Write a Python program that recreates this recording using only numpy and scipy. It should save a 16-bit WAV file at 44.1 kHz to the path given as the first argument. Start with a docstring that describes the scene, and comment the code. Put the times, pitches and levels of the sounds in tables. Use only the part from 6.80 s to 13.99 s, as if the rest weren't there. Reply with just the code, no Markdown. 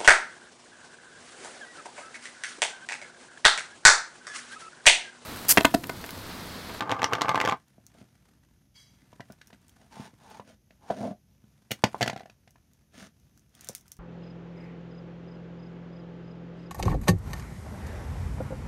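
"""Plastic lid and tub on a desk

A plastic lid wobbles to rest on a desk, faster and faster. Hands rub, tap and drag a plastic tub, which is
dropped and bounces; hard beads click, metal is brushed once, in a small quiet bedroom. Lid, tub, desk and
metal are banks of damped modes driven by impulses and rough noise; contacts add noise bursts, sliding adds
hiss, beads ring as short sines. A diffuse tail and steady air noise make the room.
"""
import sys
import numpy as np
from scipy import signal
from scipy.fft import rfft, irfft, next_fast_len
from scipy.io import wavfile
from scipy.ndimage import uniform_filter1d

SR = 44100
rng = np.random.default_rng(int(sys.argv[2]) if len(sys.argv) > 2 else 0)


def inscribe(sig):
    """Save sig as 16-bit PCM at rate SR to the path in sys.argv[1].

    A 1-D sig is mono; a 2-D sig holds one channel per row.
    Samples are clipped to [-1, 1] before scaling.
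    """
    pcm = np.round(np.clip(np.atleast_2d(sig).T, -1, 1) * 32767)
    wavfile.write(sys.argv[1], SR, pcm.astype(np.int16))


N = 317079

# colour of hard plastic contacts: (frequency [Hz], relative density [dB per Hz])
CRACK_COLOUR = [(880, -29), (1500, -1), (2690, -3.5), (5280, -10.5), (6000, -10), (11000, -30),
                (12700, -26), (16000, -39)]
# hands shifting about the tub: (time [s], base level [dB])
FIDGET_LEVEL = [(0.76, -67), (0.87, -72.5), (1.42, -70.5), (1.98, -83.5), (2.17, -68.5), (3.59, -70),
                (3.72, -94.5), (3.96, -76.5), (4.18, -76), (4.34, -87.5), (4.84, -73), (5.18, -57),
                (5.27, -66), (5.49, -78), (5.86, -78.5), (6.69, -78.5), (6.97, -67.5), (7.19, -76.5)]


def undb(db):
    """Gain of a level in dB."""
    return 10 ** (np.asarray(db) / 20)


def curve(table, column):
    """Gain over time from a dB column; silent outside the table."""
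    rows = np.array(table)
    t = np.arange(N) / SR
    return undb(np.interp(t, rows[:, 0], rows[:, column], left=-200, right=-200))


def noise(colour):
    """Noise of rms 1, shaped in frequency by the given colour."""
    hz, db = np.transpose(colour)
    size = next_fast_len(N)
    bin_hz = np.maximum(np.arange(size // 2 + 1) * SR / size, 1)
    gain = undb(np.interp(np.log(bin_hz), np.log(hz), db))
    x = irfft(rfft(rng.standard_normal(size)) * gain, size)[:N]
    return x / x.std()


def grit(scatter_db, grain_s):
    """Rough contact: a gain of rms 1 that jumps from grain to grain."""
    grain = max(int(grain_s * SR), 2)
    jumps_db = scatter_db * np.minimum(rng.exponential(size=N // grain + 1), 3.5)
    gain = np.repeat(undb(jumps_db), grain)[:N]
    gain = uniform_filter1d(gain, grain)
    return gain / np.sqrt(np.mean(gain ** 2))


def spikes(s, size):
    """One impulse at each time."""
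    x = np.zeros(N)
    np.add.at(x, np.minimum((s * SR).astype(int), N - 1), size)
    return x


def after(s, db, decay_s):
    """Gain that jumps at each blow and dies away exponentially."""
    return signal.lfilter([1], [1, -np.exp(-1 / (decay_s * SR))], spikes(s, undb(db)))


def stroke(s, length_s, swell_db_per_s, attack_db_per_s, release_db_per_s):
    """Gain of one movement: a rise, a hold that may swell, a fall, all straight in dB."""
    t = np.arange(N) / SR - s
    swell = swell_db_per_s * np.clip(t, 0, length_s)
    attack = attack_db_per_s * np.maximum(-t, 0)
    release = release_db_per_s * np.maximum(t - length_s, 0)
    return undb(swell - attack - release)


def mode(x, hz, width_hz):
    """A damped vibration whose answer to a unit impulse has amplitude 1."""
    w, r = 2 * np.pi * hz / SR, np.exp(-np.pi * width_hz / SR)
    return signal.lfilter([0, np.sin(w)], [1, -2 * r * np.cos(w), r * r], x)


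def body(modes, s, blow_db, lean, rub, spread_db, contact_s):
    """Blows and rubbing ring one set of modes; lean and rub give the strength for a mode's pitch."""
    hz, width_hz, db = np.transpose(modes)
    share = undb(db) * width_hz  # a wide peak needs a larger swing for the same height
    spread = undb(spread_db * rng.standard_normal((len(s), len(hz))))
    swing = share * lean(hz[:, None]).T * spread
    swing = swing * (undb(blow_db) / np.sqrt(np.sum(swing ** 2, axis=1)))[:, None]
    rough = rng.standard_normal(N) / np.sqrt(np.sum(share ** 2 * SR / (4 * np.pi * width_hz)))
    push = np.hanning(int(contact_s * SR) + 3)
    push = push / push.sum()
    out = 0
    for k in range(len(hz)):
        blows = np.convolve(spikes(s, swing[:, k]), push)[:N]
        force = blows + share[k] * rub(hz[k]) * rough
        out = out + mode(force, hz[k], width_hz[k])
    return out


def crack(s, db, colour, rise_s, decay_s, tail_s, tail_db, dulling):
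    """A noise burst and fainter rattle at each contact; weaker contacts lose more treble."""
    dull_hz = 3700
    rise = np.hanning(int(rise_s * SR) + 3)
    rise = rise / rise.sum()
    full = noise(colour)
    low = signal.sosfilt(signal.butter(2, dull_hz, fs=SR, output="sos"), full)
    high_db = db + dulling * (db - db.max())
    out = 0
    for part, part_db in ((low, db), (full - low, high_db)):
        hits = np.convolve(spikes(s, undb(part_db)), rise)[:N]
        for t, gain in ((decay_s, 1), (tail_s, undb(tail_db))):
            out = out + gain * part * signal.lfilter([1], [1, -np.exp(-1 / (t * SR))], hits)
    return out


def favour(hz, spot_hz, far_db):
    """Modes near the pitch of the spot touched ring the most; distant ones get a floor."""
    reach_oct = 0.11
    return np.exp(-(np.log2(hz / spot_hz) / reach_oct) ** 2) + undb(far_db)


def air():
    """The quiet of the room: a low lumpy rumble, a little hiss and a thin high whine."""
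    # (frequency [Hz], relative density [dB per Hz])
    air_colour = [(28, -34.5), (52, 1.5), (132, 1.5), (212, -4), (432, -19), (593, -19), (1150, -32.5),
                  (2740, -28.5), (4290, -31.5), (6380, -24.5), (7670, -38.5), (12300, -29.5),
                  (14800, -37.5), (16500, -57.5)]
    air_db, whine_db = -64.5, -89.5
    whine = mode(rng.standard_normal(N), hz=10600, width_hz=60)
    rumble_hiss = undb(air_db) * grit(scatter_db=1.0, grain_s=0.06) * noise(air_colour)
    return rumble_hiss + undb(whine_db) * whine / whine.std()


def room(x):
    """Soft furnishings: a short diffuse tail, duller than the direct sound."""
    t60_s, build_s, tail_db = 0.11, 0.006, -13
    t = np.arange(SR // 2) / SR
    tail = rng.standard_normal(len(t)) * 1000.0 ** (-t / t60_s) * np.minimum(t / build_s, 1)
    tail = signal.lfilter([1], [1, -0.35], tail)  # dulls the tail
    tail = tail / np.sqrt(np.sum(tail ** 2))
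    return x + undb(tail_db) * signal.fftconvolve(x, tail)[:N]


def metal():
    """One light brush keeps thin high modes ringing for a moment, each flaring on its own."""
    # (frequency [Hz], width [Hz], relative level [dB])
    metal_modes = [(2270, 74, -7.5), (3100, 55, -12), (3290, 54, -1), (3940, 55, -10), (4500, 38, -4),
                   (4780, 37, 0.5), (5190, 45, -6), (5750, 16, -2), (6250, 40, -3), (7080, 63, -11),
                   (7770, 19, -16), (8700, 99, -13), (9900, 22, -13), (10300, 130, -39), (11660, 41, -14),
                   (12300, 37, -30)]
    brush_db = -57
    brush = undb(brush_db) * stroke(s=1.956, length_s=0.044, swell_db_per_s=0,
                                    attack_db_per_s=1200, release_db_per_s=112)
    no_blows = np.zeros(0)

    def rub(hz):
        return brush * grit(scatter_db=1.0, grain_s=0.008)

    return body(metal_modes, no_blows, no_blows, np.ones_like, rub, spread_db=0, contact_s=0)


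def beads():
    """Each click is a sharp tick and a very short ring; faint strays fall at chance moments."""
    # (time [s], base level [dB], ring [Hz])
    clicks = [(0.8825, -59, 4060), (1.066, -44, 8600), (2.5219, -45.5, 5030), (2.6721, -45.5, 5800),
              (2.882, -51, 8960), (2.8943, -50, 3290), (3.5018, -50.5, 3480), (4.9153, -22, 3196),
              (5.7074, -52, 6120), (5.9346, -56, 6810), (6.399, -61, 6230), (6.5757, -52.5, 1505),
              (6.5944, -58, 6450), (6.694, -62, 6050), (6.751, -47, 3390), (6.8096, -40, 6000),
              (6.8458, -39, 8900), (6.8725, -43, 4090), (6.888, -27, 8900), (6.9314, -51, 9100),
              (6.9503, -27, 9220), (6.965, -59.5, 6000), (6.9808, -46, 9100), (6.9957, -58, 8740),
              (7.01, -51, 5760), (7.0803, -47, 8980), (7.118, -35, 8870), (7.1674, -52, 9540)]
    # (frequency [Hz], relative density [dB per Hz])
    tick_colour = [(710, -67), (1200, -23.5), (4000, -17.5), (4550, -17.5), (5970, -6), (8000, -14.5),
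                   (8910, -12.5), (16000, -20)]
    stray_per_s, stray_db, stray_hz = 5.4, 2, 4453  # least level over the shifting hands; centre pitch
    ring_db, snap_db, ring_decay_s = -2.5, 8.5, 0.0012

    when, size, tone = rng.random((int(stray_per_s * N / SR), 3)).T
    when = when * N / SR
    busy_db = np.interp(when, *np.transpose(FIDGET_LEVEL), left=-90)
    strayed_db = busy_db + stray_db + 6.0 * size
    strayed_hz = stray_hz * 2 ** (2 * tone - 1)  # within an octave either way
    strays = np.transpose([when, strayed_db, strayed_hz])
    s, db, hz = np.concatenate([clicks, strays]).T

    t = np.arange(400) / SR
    rings = undb(db + ring_db)[:, None] * np.sin(2 * np.pi * hz[:, None] * t) * np.exp(-t / ring_decay_s)
    rings[:, :2] += undb(db + snap_db)[:, None] * [1, -1]  # the snap of two hard surfaces
    out = np.zeros(N + len(t))
    np.add.at(out, (s * SR).astype(int)[:, None] + np.arange(len(t)), rings)
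    ticks = crack(s, db, tick_colour, rise_s=0.00035, decay_s=0.0008,
                  tail_s=0.012, tail_db=-15.0, dulling=0.05)
    return out[:N] + ticks


def lid():
    """The rim rolls round the desk, louder as it quickens, and chatters after each slap."""
    # rim meeting the desk: (time [s], ring level [dB], crack level [dB])
    wobble = [(0.0066, -20, -17.5), (0.0226, -27.5, -26), (0.0943, -20, -21.5), (0.1069, -20.5, -23.5),
              (0.115, -23, -16), (0.1225, -15, -23), (0.193, -31.5, -31.5), (0.218, -25, -19),
              (0.23, -16, -19), (0.2423, -15, -11.5), (0.325, -18, -25.5), (0.3334, -14, -14),
              (0.3515, -24, -20), (0.3836, -22.5, -34), (0.4103, -22, -18.5), (0.4173, -13, -12.5),
              (0.4472, -20, -34.5), (0.456, -22, -32), (0.4826, -21, -22), (0.4919, -14, -13.5),
              (0.5147, -21, -26), (0.5452, -17, -24.5), (0.556, -17, -17), (0.576, -14.5, -23),
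              (0.6011, -20.5, -16.5), (0.6127, -19, -14.5), (0.6403, -19, -28), (0.65, -17.5, -17.5),
              (0.6579, -33.5, -19), (0.675, -14, -18), (0.6872, -16, -18.5), (0.6957, -49, -18.5),
              (0.7111, -24, -23), (0.7229, -14.5, -21.5)]
    # (frequency [Hz], width [Hz], relative level [dB])
    lid_modes = [(130, 50, -19), (312, 45, -13), (533, 60, -12), (883, 85, -1), (1085, 75, 1),
                 (1180, 80, -2), (1520, 100, -7), (2090, 90, -10), (3120, 70, -15), (4060, 160, -20),
                 (4450, 120, -20), (4960, 130, -21), (5880, 95, -21), (6610, 210, -25)]
    roll_db, roll_top_hz = -36, 1500  # level at the start
    chatter_db, chatter_s = -10.5, 0.009

    s, ring_db, crack_db = np.transpose(wobble)
    rolling = undb(roll_db) * stroke(s=0, length_s=0.7315, swell_db_per_s=3.5,
                                     attack_db_per_s=0, release_db_per_s=508)
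    chatter = after(s, ring_db + chatter_db, chatter_s)
    roll = (rolling + chatter) * grit(scatter_db=3.5, grain_s=0.0021)

    def rub(hz):
        return roll / (1 + (hz / roll_top_hz) ** 2)

    ring = body(lid_modes, s, ring_db, np.ones_like, rub, spread_db=6.5, contact_s=0.0004)
    slaps = crack(s, crack_db, CRACK_COLOUR, rise_s=0.0016, decay_s=0.00071,
                  tail_s=0.004, tail_db=-11.0, dulling=0.65)
    return ring + slaps


def drag(s, length_s, peak):
    """Gain of one stroke: pressure builds to its peak and eases off, between steep ends."""
    arch_db = 8  # how far the ends lie under the peak
    u = (np.arange(N) / SR - s) / length_s
    arch = np.interp(u, [0, np.clip(peak, 0.05, 0.95), 1], [-arch_db, 0, -arch_db])
    return undb(arch) * stroke(s, length_s, swell_db_per_s=0, attack_db_per_s=718, release_db_per_s=611)


def tub():
    """Wall and desk modes answer to blows and to sliding; skin and plastic hiss as they slide."""
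    # blows: (time [s], base wall level [dB], desk level [dB], crack level [dB], pitch of the spot [Hz])
    knocks = [(0.981, -40.5, -44.5, -81, 607), (1.149, -43, -54, -65, 630), (1.213, -40, -40, -55.5, 630),
              (2.226, -59, -50, -93, 610), (2.329, -34, -47, -53, 1020), (2.397, -29, -34.5, -58, 980),
              (2.404, -27.5, -42, -40.5, 2730), (2.5, -32, -37, -60, 613), (2.503, -36, -60, -60, 1460),
              (2.613, -48, -103, -45.5, 1660), (2.703, -38.5, -63, -53.5, 995),
              (2.728, -41, -46.5, -49, 643), (3.169, -27.5, -36.5, -80, 850), (3.196, -45, -30, -67, 610),
              (3.333, -50, -43.5, -76, 530), (3.597, -21, -37.5, -49.5, 980),
              (3.906, -43, -50.5, -54.5, 602), (4.101, -14.5, -38, -44.5, 690),
              (4.105, -7, -24.5, -48, 640), (4.639, -74, -44, -68, 1770), (4.907, -27, -30, -29, 650),
              (4.916, -17.5, -26.5, -25, 550), (5.038, 1, -10.5, -15.5, 900), (5.145, -12, -51, -47, 908),
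              (5.209, -10, -28, -26, 710), (5.216, -12.5, -18, -25.5, 740), (5.226, -8, -24, -18.5, 1930),
              (5.26, -18.5, -31.5, -30.5, 760), (5.276, -13.5, -26, -23, 773), (5.297, -15, -33, -28, 814),
              (5.33, -24, -35, -40.5, 754), (5.361, -22.5, -34, -40, 765), (5.374, -36.5, -61, -42.5, 711),
              (5.394, -49, -59, -44.5, 1660), (5.406, -27.5, -59, -49, 760), (5.431, -40, -44.5, -55, 732),
              (5.457, -34, -48.5, -50, 712), (5.497, -41.5, -51, -47, 1667),
              (5.675, -45.5, -52, -51.5, 694), (5.757, -40.5, -56, -61, 1000),
              (6.894, -24.5, -41, -68, 564)]
    # (start [s], length [s], peak pressure [0-1 of length], desk [dB], wall [dB], hiss [dB], wall pitch [Hz])
    drags = [(1.155, 0.07, 0.45, -52, -64, -64, 750), (2.984, 0.068, 0.7, -67, -58.5, -67.5, 686),
             (3.122, 0.16, 0.67, -46.5, -39.5, -51, 897), (3.411, 0.19, 0.61, -55.5, -41.5, -57, 907),
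             (3.659, 0.076, 0.42, -45.5, -45, -58, 583), (4.03, 0.091, 0.97, -51, -39.5, -58, 880),
             (4.112, 0.11, 0.74, -37, -40.5, -55.5, 640), (4.209, 0.11, 0.52, -25, -29, -53.5, 647),
             (6.142, 0.13, 0.63, -43, -50, -51, 608), (6.743, 0.21, .6, -56, -65.5, -58, 713)]
    # (frequency [Hz], width [Hz], relative level [dB])
    wall_modes = [(540, 90, -5), (630, 75, 0), (690, 55, 0), (745, 32, 6), (870, 95, -4), (985, 95, -4),
                  (1340, 60, -8), (1460, 70, -6), (1960, 70, -8), (2400, 90, -14), (2900, 90, -12),
                  (3300, 90, -15)]
    desk_modes = [(150, 40, -0.5), (223.5, 33, 4), (287, 38, -13)]
    # sliding on the desk, and in the hands: (frequency [Hz], relative density [dB per Hz])
    hiss_colour = [(880, -10), (1500, -0.5), (2100, -5.5), (3660, -7), (3960, -8.5), (6760, -9),
                   (7840, -20), (8740, -11), (12500, -26.5), (16000, -27.5)]
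    rustle_colour = [(530, -30.5), (900, 0.5), (1150, -3.5), (1490, -0.5), (2140, -5), (7770, -13),
                     (9090, -10.5), (16000, -29.5)]
    desk_hz, held_hz = 237, 740  # held_hz: wall pitch that rings on while the tub is held
    fidget_desk_db, fidget_wall_db, fidget_hiss_db = 1.5, -10.5, -1.5
    rock_db, rock_s = -27.5, 0.015  # the tub rocks on after each blow
    far_db = -28  # what modes far from the dragged pitch still get

    s, wall_db, desk_db, crack_db, spot_hz = np.transpose(knocks)
    start, length, peak, *levels_db, pitch_hz = np.transpose(drags)
    strokes = np.array([drag(*row) for row in zip(start, length, peak)])
    stick_slip = grit(scatter_db=3.0, grain_s=0.0023) * grit(scatter_db=1.8, grain_s=0.0085)
    desk, wall, hiss = undb(levels_db) @ strokes * stick_slip
    drag_hz = pitch_hz[np.argmax(strokes, axis=0)]

    touch = grit(scatter_db=4.5, grain_s=0.0039)
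    fidget = touch * curve(FIDGET_LEVEL, column=1)
    desk_rub = undb(fidget_desk_db) * fidget + touch * after(s, desk_db + rock_db + 9.5, rock_s)
    hands = undb(fidget_wall_db) * fidget
    rocking = touch * after(s, wall_db + rock_db, rock_s)
    rustle = undb(fidget_hiss_db) * fidget + touch * after(s, crack_db + rock_db, rock_s)
    last_hz = spot_hz[np.searchsorted(s, np.arange(N) / SR) - 1]  # the spot struck last rings on
    hard_db = 0.51 * (crack_db - wall_db) - 10.0  # a hard, cracking blow reaches all the modes

    def wall_rub(hz):
        dragged = wall * favour(hz, drag_hz, far_db)
        held = hands * favour(hz, held_hz, -10.0)
        return dragged + held + rocking * favour(hz, last_hz, -8.0)

    def desk_drag(hz):
        return desk * favour(hz, desk_hz, -50.0) + desk_rub

    ring = body(wall_modes, s, wall_db - 9.0, lambda hz: favour(hz, spot_hz, hard_db),
                wall_rub, spread_db=4.0, contact_s=0.00044)
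    thud = body(desk_modes, s, desk_db, lambda hz: favour(hz, desk_hz, -9.0),
                desk_drag, spread_db=3.0, contact_s=0.0023)
    sliding = hiss * noise(hiss_colour) + rustle * noise(rustle_colour)
    cracks = crack(s, crack_db, CRACK_COLOUR, rise_s=0.0036, decay_s=0.0021,
                   tail_s=0.0036, tail_db=-3.5, dulling=0.088)
    return ring + thud + sliding + cracks


def scene():
    """Everything near one microphone; small things radiate little deep bass."""
    bass_hz = 105
    things = lid() + tub() + beads() + metal()
    things = signal.sosfilt(signal.butter(3, bass_hz, "high", fs=SR, output="sos"), things)
    return (room(things) + air())[None]


def record(dry):
    """The recorder cuts the top steeply."""
    top_hz = 16800
    return signal.sosfilt(signal.cheby2(16, 90, top_hz, fs=SR, output="sos"), dry)


dry = scene()
out = record(dry)
inscribe(out)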